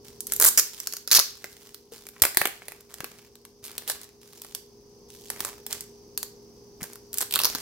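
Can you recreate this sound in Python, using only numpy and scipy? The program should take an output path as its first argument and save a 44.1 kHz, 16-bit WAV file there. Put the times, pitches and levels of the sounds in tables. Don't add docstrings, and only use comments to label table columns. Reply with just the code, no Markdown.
import sys
import numpy as np
from scipy import signal
from scipy.fft import rfft, irfft
from scipy.io import wavfile
from scipy.ndimage import uniform_filter1d

SR = 44100
rng = np.random.default_rng(int(sys.argv[2]) if len(sys.argv) > 2 else 0)


def unload_audio(sound):
    columns = np.transpose(np.atleast_2d(sound))
    steps = np.round(np.clip(columns, -1, 1) * 32767)
    wavfile.write(sys.argv[1], SR, steps.astype(np.int16))


N = 335951

# (time [s], gain [dB])
BACKGROUND_GAIN = [(0, -6), (.42, -1.5), (.6, -10.5), (2.7, -10), (4.4, -9), (5.25, -4), (7.62, -4.5)]
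# (frequency [Hz], relative level [dB])
AIR_SPECTRUM = [(33, -46.5), (48, -11.5), (100, -24.5), (165, -19), (330, -19.5), (480, -19), (600, -32),
                (940, -28.5), (1450, -43.5), (3900, -45.5), (4700, -30.5), (6200, -29.5), (7200, -49),
                (16000, -45)]
# (frequency [Hz], left-right correlation [0..1])
AIR_LIKENESS = [(30, 0.93), (100, 0.86), (300, .75), (640, 0.72), (1400, 0.12)]
# (multiple of MOTOR_HZ [-], level [dB])
MOTOR_TONES = [(2, -62.5), (4, -58.5), (7, -50), (8, -63)]
# (frequency [Hz], level [dB])
SIDE_TONES = [(339, -69), (388, -65)]
AIR_DB = -50
MOTOR_HZ = 58.36

# (start [s], length [s], crackle level [dB], card relative to film [dB])
FINGER_SLIDES = [(0.039, 0.044, -50.5, -12), (0.261, 0.68, -46.5, -14.5), (1.271, .42, -53, -10.5),
                 (1.913, 0.038, -45, -11), (2.127, 0.63, -58, -4), (2.672, 0.038, -58, -3.5),
                 (2.892, 0.29, -53.5, -5), (3.624, 0.4, -52.5, -4.5), (4.206, 0.32, -54, -13),
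                 (5.084, 0.19, -52.5, -21), (5.31, 0.19, -47.5, -4.5), (5.692, 0.039, -40, -9),
                 (6.802, 0.049, -47.5, -5), (7.147, 0.071, -47, -10), (7.319, 0.27, -37.5, -9.5)]
# (frequency [Hz], relative level [dB])
FILM_COLOUR = [(1500, -20), (3000, -1), (5500, 3), (8000, 0.5), (16000, -3)]
RISE_S, FADE_DB_PER_S = 0.011, 144.5
REST_DB = -69.5
RUMBLE_DB = -7

# (frequency [Hz], time to fall 60 dB [s])
ROOM_DECAY = [(250, 0.27), (4500, 0.39), (10000, 0.26), (16000, 0.26)]
ROOM_DB = -9

# (time [s], nominal peak [dB], card body relative to film [dB])
CREASE_SNAPS = [(.2059, -21.5, -27), (.2694, -22, -27), (.3214, -13.5, -16.5), (.336, -14.5, -26),
                (.3641, -19.5, -39), (.3997, -7.5, -17), (.4127, -10, -12.5), (.419, -13, -23),
                (.4238, -5.5, -15), (.4332, -11, -22), (.4412, -8, -14.5), (.4469, -3.5, -22),
                (.4515, -7.5, -14), (.8018, -21, -24), (.872, -15, -18), (.9248, -23, -39),
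                (.9365, -18, -19.5), (.9675, -22, -18.5), (1.076, -18, -18), (1.0845, -29, -48),
                (1.0948, -36, -21), (1.1055, -26, -13), (1.1411, -7, -18), (1.1924, -4.5, -22),
                (1.1979, -6.5, -16), (1.4427, -27, -2), (1.7454, -28.5, -18), (2.0677, -31, -10),
                (2.0882, -31, -14), (2.164, -55, 12), (2.22, 0, -18.5), (2.2371, -11, -2.5),
                (2.2519, -9.5, -6.5), (2.2671, -30, 1), (2.3471, -27, -8), (2.3714, -1.5, -12),
                (2.4151, -12, -1), (2.4547, -11, -4), (2.472, -19, -8), (2.62, -47.5, 9.5),
                (2.6832, -24.5, -9), (2.7202, -33.5, -2), (2.8078, -38.5, -14), (2.9413, -28, -12.5),
                (3.005, -26, -2), (3.0433, -22.5, -5), (3.3548, -38.5, -14), (3.4513, -35, -10.5),
                (3.7156, -34, -22), (3.7803, -20, -21), (3.8989, -13, -12), (4.4186, -29, -19),
                (4.4473, -34, -8), (4.5493, -19, -20), (5.3018, -18.5, -11.5), (5.4051, -16.5, -12),
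                (5.4492, -18.5, -9), (5.6652, -23.5, -17.5), (5.7278, -17, -24), (5.8078, -23.5, -26),
                (6.1762, -15, -22), (6.2299, -19.5, -15.5), (6.8069, -51, 7.5), (6.8306, -23.5, -18),
                (6.839, -29, -8.5), (6.9331, -32.5, -17), (6.9566, -34, -10.5), (7.1307, -26, -21),
                (7.142, -21, -23.5), (7.1736, -23, -20), (7.184, -13, -39), (7.2132, -16, -26),
                (7.3098, -22.5, -26), (7.3241, -17.5, -34), (7.339, -11.5, -21), (7.3525, -16, -27),
                (7.3582, -9.5, -15.5), (7.366, -26.5, -0.5), (7.3907, -11.5, -22), (7.4007, -17.5, -8),
                (7.4162, -16.5, -17), (7.4359, -11.5, -16.5), (7.4462, -8, -17.5), (7.4534, -6.5, -19),
                (7.5318, -35, -14), (7.5499, -16, -13), (7.5565, -24, -21)]
# (start [s], end [s], mean step [s], nominal peak of the first snap [dB], card body relative to film [dB])
CREASE_RUNS = [(0.461, 0.489, 0.0026, -8.5, -22), (0.575, .598, .0026, -6.5, -22),
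               (1.1142, 1.134, 0.0029, -4.5, -25.5), (1.1488, 1.176, 0.0025, -5, -23),
               (2.22, 2.226, 0.0022, -10.5, -14.5), (3.641, 3.682, 0.0059, -31, -24),
               (3.877, 3.921, 0.0028, -24.5, -15.5), (4.015, 4.058, 0.013, -34, -17),
               (5.459, 5.492, 0.0086, -28.5, -8), (7.207, 7.232, 0.0051, -19.5, -12.5),
               (7.456, 7.472, 0.0027, -23.5, -12.5)]
# (time [s], bright edge relative level [dB], film ring [Hz], card ring [Hz], width of both rings [factor])
GRIP_COLOUR = [(.49, 1, 6400, 1290, 1.5), (.57, -2.5, 6370, 1400, 1.25), (1.2, -4, 5690, 1320, 1.335),
               (2.2, -1, 5510, 1580, 1.58), (3.5, -3, 5490, 1394, 1.73), (7.2, -1.5, 5990, 1296, 1.62),
               (7.36, -2, 3284, 1098, 1.28), (7.44, -3.5, 5540, 1162, 1.34)]
CREST_DB = 10
RUN_SPREAD_DB = 4
RING_SCATTER = .07
THUD_BAND_HZ, BRIGHT_BAND_HZ, BROAD_BAND_HZ = (362, 1230), (6580, 14200), (1500, 6500)
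THUD_GAIN, BROAD_DB = 0.68, -7.5

# (time [s], level [dB], frequency [Hz], ring [s])
LOW_BUMPS = [(1.1865, -6.5, 1000, 0.00072), (1.921, -37, 460, 0.015), (2.219, -26.5, 78.5, 0.012),
             (2.412, -31, 159, 0.0055), (3.003, -35, 152, 0.0052), (3.034, -37, 334, 0.01),
             (6.821, -29.5, 179, 0.006), (7.549, -30, 260, 0.0064)]

# (frequency [Hz], gain [dB])
LEFT_PORT_RESPONSE = [(3000, 0), (9000, -3.5), (13000, -1)]
EDGE_HZ = 16000


def gain_of(db):
    return 10 ** (np.asarray(db) / 20)


def evened(x):
    return x / np.sqrt(np.mean(x ** 2) + 1e-20)


def read(points, hz):
    table_hz, value = np.transpose(points)
    return np.interp(np.log(hz + 1), np.log(table_hz + 1), value)


def curve(s, value):
    return np.interp(np.arange(N) / SR, s, value)


def band(x, low_hz, high_hz):
    sos = signal.butter(2, [low_hz, min(high_hz, 20000)], "band", fs=SR, output="sos")
    return signal.sosfilt(sos, x)


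def add(mix, s, sound):
    part = mix[..., round(s * SR):][..., :sound.shape[-1]]
    part += sound[..., :part.shape[-1]]


def room_air():
    frames, hz = N // 512 + 5, np.fft.rfftfreq(2048, 1 / SR)
    a, b, c, d = rng.standard_normal((frames, 1025, 4)).T
    same = np.clip(read(AIR_LIKENESS, hz), -1, 1)[:, None]
    left = a + 1j * b
    right = same * left + np.sqrt(1 - same ** 2) * (c + 1j * d)
    spectra = np.array([left, right]) * gain_of(read(AIR_SPECTRUM, hz))[:, None]
    air = signal.istft(spectra, nperseg=2048, noverlap=1536)[1][:, :N]
    return gain_of(AIR_DB) * evened(air)


def far_motor():
    t, tones = np.arange(N) / SR, 0
    for tone_hz, db in [(k * MOTOR_HZ, db) for k, db in MOTOR_TONES] + SIDE_TONES:
        waver = evened(uniform_filter1d(rng.standard_normal(N), 4000))
        level = np.sqrt(2) * gain_of(db + 0.4 * waver)
        tones = tones + level * np.sin(2 * np.pi * (tone_hz * t + rng.random()))
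    return tones


def background():
    return (room_air() + far_motor()) * gain_of(curve(*np.transpose(BACKGROUND_GAIN)))


def slides():
    t, film, card = np.arange(N) / SR, gain_of(REST_DB), 0
    for start, length, db, card_db in FINGER_SLIDES:
        rise = np.clip((t - start) / RISE_S, 0, 1)
        fade_db = FADE_DB_PER_S * np.maximum(t - start - length, 0)
        shape = rise * gain_of(db - fade_db)
        film, card = film + shape, card + shape * gain_of(card_db)
    return film, card


def crackle(per_s=160, spread_db=4.5, smooth=.8):
    size = gain_of(spread_db * np.minimum(rng.exponential(1, N), 3))
    size = size * (rng.random(N) < per_s / SR)
    power = signal.lfilter([1], [1, -np.exp(-2 / (.001 * SR))], size ** 2)
    grain = evened(np.sqrt(power)) + smooth
    shared, left, right = rng.standard_normal((3, N))
    drive = (shared + np.array([left, right])) * grain
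    colour = gain_of(read(FILM_COLOUR, np.fft.rfftfreq(N, 1 / SR)))
    bright = evened(irfft(rfft(drive) * colour, N))
    rumble = evened(band(left * grain, 38, 350))
    dull = evened(band(shared * grain, 440, 2800)) + gain_of(RUMBLE_DB) * rumble
    film, card = slides()
    return film * bright + card * dull


def room(x):
    count = SR // 2
    taps = np.zeros((2, count))
    at = np.arange(220, count - 40, 20)
    at = at + rng.integers(0, 20, (2, len(at)))
    np.put_along_axis(taps, at, rng.choice([-1., 1.], at.shape), 1)
    hz, t, spectra = signal.stft(taps, SR, nperseg=128)
    decay = gain_of(-60 * t / read(ROOM_DECAY, hz)[:, None])
    tail = signal.istft(spectra * decay, SR, nperseg=128)[1]
    return signal.fftconvolve(x, tail / np.linalg.norm(tail[0]), axes=1)[:, :N]


def snaps(rows):
    out, t = np.zeros((2, N)), np.arange(700) / SR
    shared, left, right = rng.standard_normal((len(rows), 3, 700)).transpose(1, 0, 2)
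    apart = np.exp(RING_SCATTER * rng.standard_normal((len(rows), 2)))
    noise = shared[:, None] + .9 * np.stack([left, right], axis=1)
    spike_and_flutter = np.exp(-t / 0.00014) + 0.13 * np.exp(-t / 0.0034)
    bursts = noise * spike_and_flutter * (1 - np.exp(-t / .0001))
    knocks = shared * np.exp(-t / 0.0025)
    thuds = band(knocks, *THUD_BAND_HZ)
    edges, broads = band(bursts, *BRIGHT_BAND_HZ), band(bursts, *BROAD_BAND_HZ)
    times, *colour = np.transpose(GRIP_COLOUR)
    for k, (s, db, body_db) in enumerate(rows):
        edge_db, film_hz, card_hz, width = (np.interp(s, times, c) for c in colour)
        film_hz, card_hz = film_hz * apart[k, 0], card_hz * apart[k, 1]
        card = band(knocks[k], card_hz / width, card_hz * width)
        body = (evened(card) + THUD_GAIN * evened(thuds[k])) * gain_of(body_db)
        ring = band(bursts[k], film_hz / width, film_hz * width)
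        film = evened(ring) + gain_of(BROAD_DB) * evened(broads[k])
        middle = evened(film) * np.sqrt(max(1 - gain_of(2 * edge_db), .05))
        edge = evened(edges[k]) * gain_of(min(edge_db, 0))
        add(out, s, gain_of(db - CREST_DB) * (body + middle + edge))
    return out


def runs():
    rows = []
    for start, end, step_s, db, body_db in CREASE_RUNS:
        step, drop = rng.random((40, 2)).T
        steps = step_s * (.5 + step)
        drop = drop * (np.arange(40) > 0)
        times = start + np.cumsum(steps) - steps[0]
        rows += [(s, db - RUN_SPREAD_DB * d, body_db) for s, d in zip(times, drop) if s < end]
    return rows


def bumps():
    out, t = np.zeros(N), np.arange(6000) / SR
    for s, db, hz, ring in LOW_BUMPS:
        shape = (1 - np.exp(-t / 0.00037)) * np.exp(-t / ring)
        add(out, s, gain_of(db) * np.sin(2 * np.pi * hz * t) * shape)
    return out


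def scene():
    sleeve = snaps(list(CREASE_SNAPS)) + snaps(runs()) + crackle()
    left, right = sleeve + gain_of(ROOM_DB) * room(sleeve)
    hz = np.fft.rfftfreq(N, 1 / SR)
    later = np.exp(-2j * np.pi * np.minimum(hz, 3000) * .00006)
    left = irfft(rfft(left) * gain_of(read(LEFT_PORT_RESPONSE, hz)) * later, N)
    return np.array([left, right]) + bumps() * gain_of([[3], [-5]]) + background()


def record(dry):
    low_pass = signal.firwin(191, EDGE_HZ, window=("kaiser", 7), fs=SR)
    return signal.oaconvolve(np.clip(dry, -1, 1), low_pass[None], "same")


dry = scene()
out = record(dry)
unload_audio(out)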